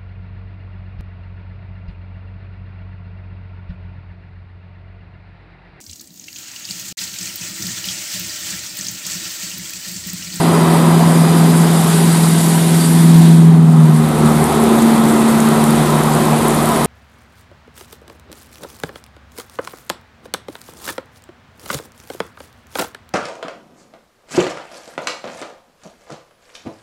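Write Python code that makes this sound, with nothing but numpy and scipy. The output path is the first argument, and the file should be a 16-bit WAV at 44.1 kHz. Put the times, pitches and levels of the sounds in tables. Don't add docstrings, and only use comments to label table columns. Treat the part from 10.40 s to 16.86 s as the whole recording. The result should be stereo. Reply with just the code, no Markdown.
import sys
import numpy as np
from scipy import signal
from scipy.fft import rfft, irfft, next_fast_len
from scipy.io import wavfile

SR = 44100
rng = np.random.default_rng(int(sys.argv[2]) if len(sys.argv) > 2 else 0)


def amplitude_ratio(level_db):
    exponent = np.asarray(level_db, float) / 20
    return 10 ** exponent


def put_to_file(sound):
    columns = np.atleast_2d(sound).T
    safe = np.clip(columns, -1, 1)
    whole_steps = np.round(safe * 32767)
    wavfile.write(sys.argv[1], SR, whole_steps.astype(np.int16))


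N = 284886

# frequency in Hz, level in dB per Hz.
SPRAY_COLOUR = [(3300, -18.5), (5500, -6), (6240, -10.5), (7500, -1), (8600, 1), (9700, 1), (11000, -1.5),
                (12500, -6), (14000, -11), (15300, -14), (17000, -22)]


def clock():
    return np.arange(N) / SR


def swell(start, peak, end):
    return np.interp(clock(), [start, peak, end], [0, 1, 0])


def ramp(start, end):
    return np.interp(clock(), [start, end], [0, 1])


def in_time(rows):
    s, *columns = np.transpose(rows)
    return [np.interp(clock(), s, column) for column in columns]


def at_hz(points, hz):
    point_hz, values = np.array(points).T
    return np.interp(np.log(hz), np.log(point_hz), values)


def rms_one(x):
    return x / np.sqrt(np.mean(x ** 2) + 1e-20)


def drift(rate):
    r = np.exp(-80 * np.pi * rate / SR)
    slow = signal.lfilter([1], [1, -2 * r, r * r], rng.standard_normal(N // 40 + 2002))[2000:]
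    return np.interp(np.arange(N) / 40, np.arange(len(slow)), rms_one(slow))


def resonate(x, hz, width_hz):
    r = np.exp(-np.pi * width_hz / SR)
    top = np.array([1, 0, -1]) * (1 - r * r) / 2
    return signal.lfilter(top, [1, -2 * r * np.cos(2 * np.pi * hz / SR), r * r], x)


def shaped(x, gain_db):
    size = next_fast_len(N)
    hz = np.maximum(np.arange(size // 2 + 1) * SR / size, 1)
    return irfft(rfft(x, size) * amplitude_ratio(gain_db(hz)), size)[..., :N]


def panned(x, pan_db):
    return x * amplitude_ratio(np.array([[.5], [-.5]]) * pan_db)


def widened(mid, side):
    return mid + side * [[1], [-1]]


def coloured(source, spectrum, patchy_db, gust_db, closer=0, bright_db=0):
    # frequency in Hz, left-right likeness from 0 to 1.
    likeness = [(30, 1), (125, 0.89), (400, 0.87), (1000, 0.76), (2500, 0.43), (5000, 0.14), (9000, 0.056),
                (14000, 0.05)]
    out, gust = 0, gust_db * (drift(3.7) + drift(40))
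    bottom, top = spectrum[0][0], spectrum[-1][0]
    edges = np.geomspace(bottom, top, int(3 * np.log2(top / bottom)) + 2)
    for k, (low, high) in enumerate(zip(edges, edges[1:])):
        band = signal.butter(2, [low, high], "band", fs=SR, output="sos")
        mid, side = signal.sosfilt(band, source[k % 2])
        alike = np.clip(at_hz(likeness, np.sqrt(low * high)) + closer, 0, 1)
        octaves_up = max(np.log2(high / 10000), 0)
        gain = amplitude_ratio(gust + patchy_db * drift(9.1) + bright_db * octaves_up)
        out = out + gain * widened(np.sqrt(1 + alike) * mid, np.sqrt(1 - alike) * side)
    return rms_one(shaped(out, lambda hz: at_hz(spectrum, hz)))


def firing_rate():
    coming_hz, going_hz, pass_s, pass_width_s = 82.6, 75.85, 3.37, .3
    still_coming = (1 - np.tanh((clock() - pass_s) / pass_width_s)) / 2
    driver_lift = -1.0 * swell(4.4, 5.18, 5.35)
    return going_hz + (coming_hz - going_hz) * still_coming + driver_lift


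def engine():
    # time in seconds, second harmonic in dB, third harmonic in dB.
    boom = [(0, -13, -25), (.85, -9.5, -21), (1.3, -11, -25.5), (1.95, -10, -35), (2.5, -11, -22.5),
            (2.7, -6.5, -20), (3.15, -5, -22), (3.6, -9, -15.5), (3.73, -17.5, -22), (3.87, -12.5, -10.5),
            (4.08, -20.5, -20), (4.22, -26.5, -12), (4.75, -26.5, -12), (5.3, -17, -13.5),
            (5.55, -18, -21.5), (5.92, -15.5, -16.5), (6.08, -23, -20), (6.46, -25.5, -24)]
    # multiple of the firing rate, level in dB.
    orders = [(1.751, -39), (2.25, -30.5), (2.5, -31), (2.75, -29), (3.248, -35.5), (3.5, -42.5),
              (5, -36.5)]
    second_db, third_db = in_time(boom)
    turns = 2 * np.pi * np.cumsum(firing_rate() * (1 + .0015 * drift(8))) / SR
    near_db = 10 * np.log10(amplitude_ratio(2 * second_db) + amplitude_ratio(2 * third_db)) + 10
    first_db = -47.5 + 15 * swell(2.2, 4, 5.3)
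    fourth_db = -34 + .4 * near_db + 8.5 * swell(1.2, 3.07, 3.04)
    lines = [(1, first_db, 1.3), (2, second_db + drift(2.5), 0.84), (3, third_db, 1.1), (4, fourth_db, 0.92)]
    lines += [(k, db + 1.5 + 0.89 * near_db, 2.0) for k, db in orders]
    out = np.zeros((2, N))
    for k, level_db, waver_db in lines:
        phase = k * turns + rng.uniform(0, 2 * np.pi) + 0.13 * waver_db * drift(3.6)
        skew = (0.033 * k + .02 * k * drift(2)) * [[1], [-1]]
        out += np.sqrt(2) * amplitude_ratio(level_db + waver_db * drift(8.5)) * np.sin(phase + skew)
    return out


def tread(white):
    # frequency in Hz, width in Hz, level in dB.
    resonances = [(985, 70, -29), (1205, 80, -33), (700, 90, -32), (1880, 150, -38), (3000, 180, -42)]
    t = clock()
    ringing = sum(amplitude_ratio(db) * rms_one(resonate(white, hz, width_hz)) for hz, width_hz, db in resonances)
    leaving, coming = amplitude_ratio(-6 * t), amplitude_ratio(-1.5 + 4.5 * (t - t[-1]))
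    return (leaving + coming) * widened(ringing[0], 0.41 * ringing[1])


def tyres():
    # time in seconds, roar in dB.
    traffic = [
        (0, -20),
        (.5, -20),
        (1.1, -22),
        (2.3, -26.5),
        (2.85, -27.5),
        (3.2, -28.5),
        (3.5, -26),
        (3.9, -20),
        (6.46, -19.5),
    ]
    # frequency in Hz, level in dB per Hz.
    rumble_colour = [(26, -54), (45, -32), (102, -6), (123, -9.5), (146, 2), (242, 0), (279, -4), (300, 1),
                     (390, -28), (660, -120)]
    # frequency in Hz, level in dB per Hz.
    roar_colour = [(150, -26), (260, -8), (290, -7.5), (365, 1.5), (430, -3.5), (490, -7.5), (590, -16),
                   (700, -4), (980, -10), (1290, -9), (1690, -23), (2000, -18), (2600, -27.5), (3400, -61)]
    roar_db = in_time(traffic)[0]
    near_db = roar_db + 20
    white = rng.standard_normal((2, 2, N))
    rumble = coloured(white, rumble_colour, patchy_db=0.5, gust_db=-0.4)
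    rumble = amplitude_ratio(-34 + 0.38 * near_db + 12.0) * rumble
    roar = amplitude_ratio(roar_db + 3.5) * coloured(white[::-1], roar_colour, patchy_db=1.27, gust_db=0.07)
    growl = rms_one(resonate(white[0, ::-1], hz=553, width_hz=130))
    growl = amplitude_ratio(-27 + 1.13 * near_db) * growl
    return rumble + roar + widened(growl[0], 0.69 * growl[1]) + tread(white[1])


def patter(per_s, spread_db):
    shape = (2, 2, N)
    sizes = amplitude_ratio(spread_db * np.minimum(rng.exponential(1, shape), 6)) * rng.choice([-1, 1], shape)
    return rms_one(sizes * (rng.random(shape) < per_s / SR))


def echoed(x, share, delay_ms):
    out, now = x.copy(), np.arange(N)
    for channel, stretch, weight in [(0, 1, 1), (0, 2.3, 0.47), (1, 1.12, 0.88), (1, 2.7, 0.54)]:
        late = np.round(now - stretch * delay_ms * SR / 1000).astype(int).clip(0)
        out[channel] += weight * share * x[channel][late]
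    return out / np.sqrt(1 + 1.3 * share ** 2)


def rain_and_spray():
    # frequency in Hz, level in dB per Hz.
    splash_colour = [(880, -63), (1500, -2.5), (1940, -6), (2720, -8), (3720, -4), (4780, -9.5),
                     (5370, -16.5), (6500, -11.5), (8450, -20), (14300, -120)]
    t, near = clock(), swell(-.5, 2.3, 3.05)
    duck_db = -11 * np.interp(t, [2.9, 3.218, 3.42, 3.95], [0, 0.95, 0.57, 0.011])
    rain_db = 0.27 * t + duck_db
    wake_db = 6 * np.interp(t, [.9, 1.75, 2.45, 2.948], [0.28, 0.95, 0.85, 0])
    spray_db, splash_db = -30 + rain_db + wake_db, -30 + rain_db + 0.38 * wake_db
    closer = 0.34 * near
    bright_db = 0.37 * t - 2 * swell(0, 1.8, 5.5)
    splash = coloured(rng.standard_normal((2, 2, N)), splash_colour, patchy_db=0.77, gust_db=0.5,
                      closer=closer)
    spray = coloured(patter(per_s=8000, spread_db=2.5), SPRAY_COLOUR, patchy_db=1.0, gust_db=0.43,
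                     closer=closer, bright_db=bright_db)
    hiss = amplitude_ratio(splash_db + 1.0) * splash + amplitude_ratio(spray_db + 2.5) * spray
    hiss = echoed(hiss, share=0.04 + 0.24 * near, delay_ms=1.24 + .07 * t)
    ticks_db = spray_db - 10 - 12 * (1 - ramp(2.8, 4.1))
    return hiss + amplitude_ratio(ticks_db) * small_drops(per_s=120., spread_db=9.0)


def whistle():
    t = clock()
    hz = 4870 - 200 * np.maximum(t - 1.5, 0)
    level_db = -40 + 10 * swell(2.37, 2.42, 2.5) - 26 * np.maximum(t - 2.45, 0)
    width = signal.butter(2, 84, fs=SR, output="sos")
    low = signal.sosfilt(width, rng.standard_normal((2, N)))
    turns = 2 * np.pi * np.cumsum(hz) / SR
    band = low[0] * np.cos(turns) + low[1] * np.sin(turns)
    return panned(amplitude_ratio(level_db) * rms_one(band), 4.0)


def near_drops():
    # time in seconds, peak in dB, ring in Hz, left-right difference in dB.
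    landings = [(1.2136, -15, 9400, 0.0), (3.6875, -12, 11110, 0.0), (3.8601, -9.5, 8670, -7),
                (4.041, -5, 9050, -0.5), (4.126, -9, 9800, 0.0), (4.2383, -7, 10900, 1),
                (4.388, -8, 8700, 0.0), (4.4225, -3.5, 8190, 6), (4.541, -21, 9360, -0.5),
                (4.6853, -14, 8460, 0.0), (4.7272, -18, 9370, -0.5), (5.0028, -4, 7440, 4),
                (5.0878, -7, 9100, -1.0), (5.2205, -12, 8630, 0.0), (5.24, -3, 9280, 3),
                (5.3058, -8, 10500, -1.5), (5.7364, -8.5, 8430, 2), (5.7503, -7, 8910, 0.0),
                (5.8546, -9, 8250, 1.0), (5.9798, -13, 7910, -0.5), (6.083, -4, 9970, 0.5),
                (6.1065, -9, 8180, 0.0), (6.1464, -10, 9840, -1.5), (6.2297, -16, 9200, 0.0),
                (6.2567, -5, 10100, -0.5), (6.2891, -8, 9160, -1.0), (6.3609, -7, 8560, 0.0),
                (6.4462, 1, 9230, -0.5)]
    length = 400
    out, t = np.zeros((2, N + length)), np.arange(length) / SR
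    for (s, db, hz, pan_db), noise in zip(landings, rng.standard_normal((len(landings), length))):
        tick = np.sin(2 * np.pi * 1.04 * hz * t) * t / .00005 * np.exp(-t / .00007)
        fizz = resonate(noise, hz, width_hz=1900) * np.exp(-t / 0.0013)
        at = int((s + 0.00064) * SR)
        out[:, at:at + length] += panned(amplitude_ratio(db + 6.5) * (tick + 0.35 * fizz), pan_db)
    no_thump = signal.butter(3, 6000, "high", fs=SR, output="sos")
    return signal.sosfilt(no_thump, out[:, :N] + 1e-18)


def small_drops(per_s, spread_db):
    sizes = amplitude_ratio(spread_db * np.minimum(rng.exponential(1, N), 2.6)) * (rng.random(N) < per_s / SR)
    placed = panned(sizes * rng.choice([-1, 1], N), rng.normal(0, 7.2, N))
    return rms_one(shaped(placed, lambda hz: at_hz(SPRAY_COLOUR, hz) + 3.0 * np.log2(hz / 9000)))


def truck():
    idle_db = -37.5 + 16 * np.minimum(clock() - 5.4, 0)
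    idle = np.sqrt(2) * np.sin(2 * np.pi * 62.9 * clock() + .8 * drift(3))
    deep_band = signal.butter(2, [40, 64], "band", fs=SR, output="sos")
    mid, side = signal.sosfilt(deep_band, rng.standard_normal((2, N)))
    deep = amplitude_ratio(-51 + 5 * ramp(3.2, 5.3)) * rms_one(widened(mid, .35 * side))
    return amplitude_ratio(idle_db + 1.5 * drift(4)) * idle + deep


def scene():
    return engine() + tyres() + rain_and_spray() + whistle() + near_drops() + truck()


def two_ports(x):
    # frequency in Hz, left-right difference in dB.
    port_balance = [(60, -3), (100, 2), (160, 0.2), (270, 2), (450, -4), (740, 2), (1220, 1), (2010, 0),
                    (3330, -0.2), (5500, 2.5), (9080, 0.5), (15000, -5)]
    return shaped(x, lambda hz: at_hz(port_balance, hz) * [[.5], [-.5]])


def thinned(x):
    # frequency in Hz, chance of silence from 0 to 1.
    silence = [(4000, 0), (5300, .05), (5700, .02), (6200, .09), (6700, 0), (12500, 0), (13500, .08),
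               (14500, .25), (15150, .38), (15250, .75), (15440, .85), (15490, 1)]
    hz, _, cells = signal.stft(x, SR, nperseg=1024)
    frames = cells.shape[-1]
    draws = rng.random((len(hz) // 4 + 1, frames // 2 + 1)).repeat(4, 0).repeat(2, 1)
    kept = draws[:len(hz), :frames] >= at_hz(silence, hz + 1)[:, None]
    return signal.istft(cells * kept, SR, nperseg=1024)[1][:, :N]


def low_pass(x):
    return signal.sosfilt(signal.butter(12, 15680, fs=SR, output="sos"), x)


def record(dry):
    mix = np.clip(thinned(two_ports(dry)) * .97, -1, 1)
    return low_pass(mix)


dry = scene()
out = record(dry)
put_to_file(out)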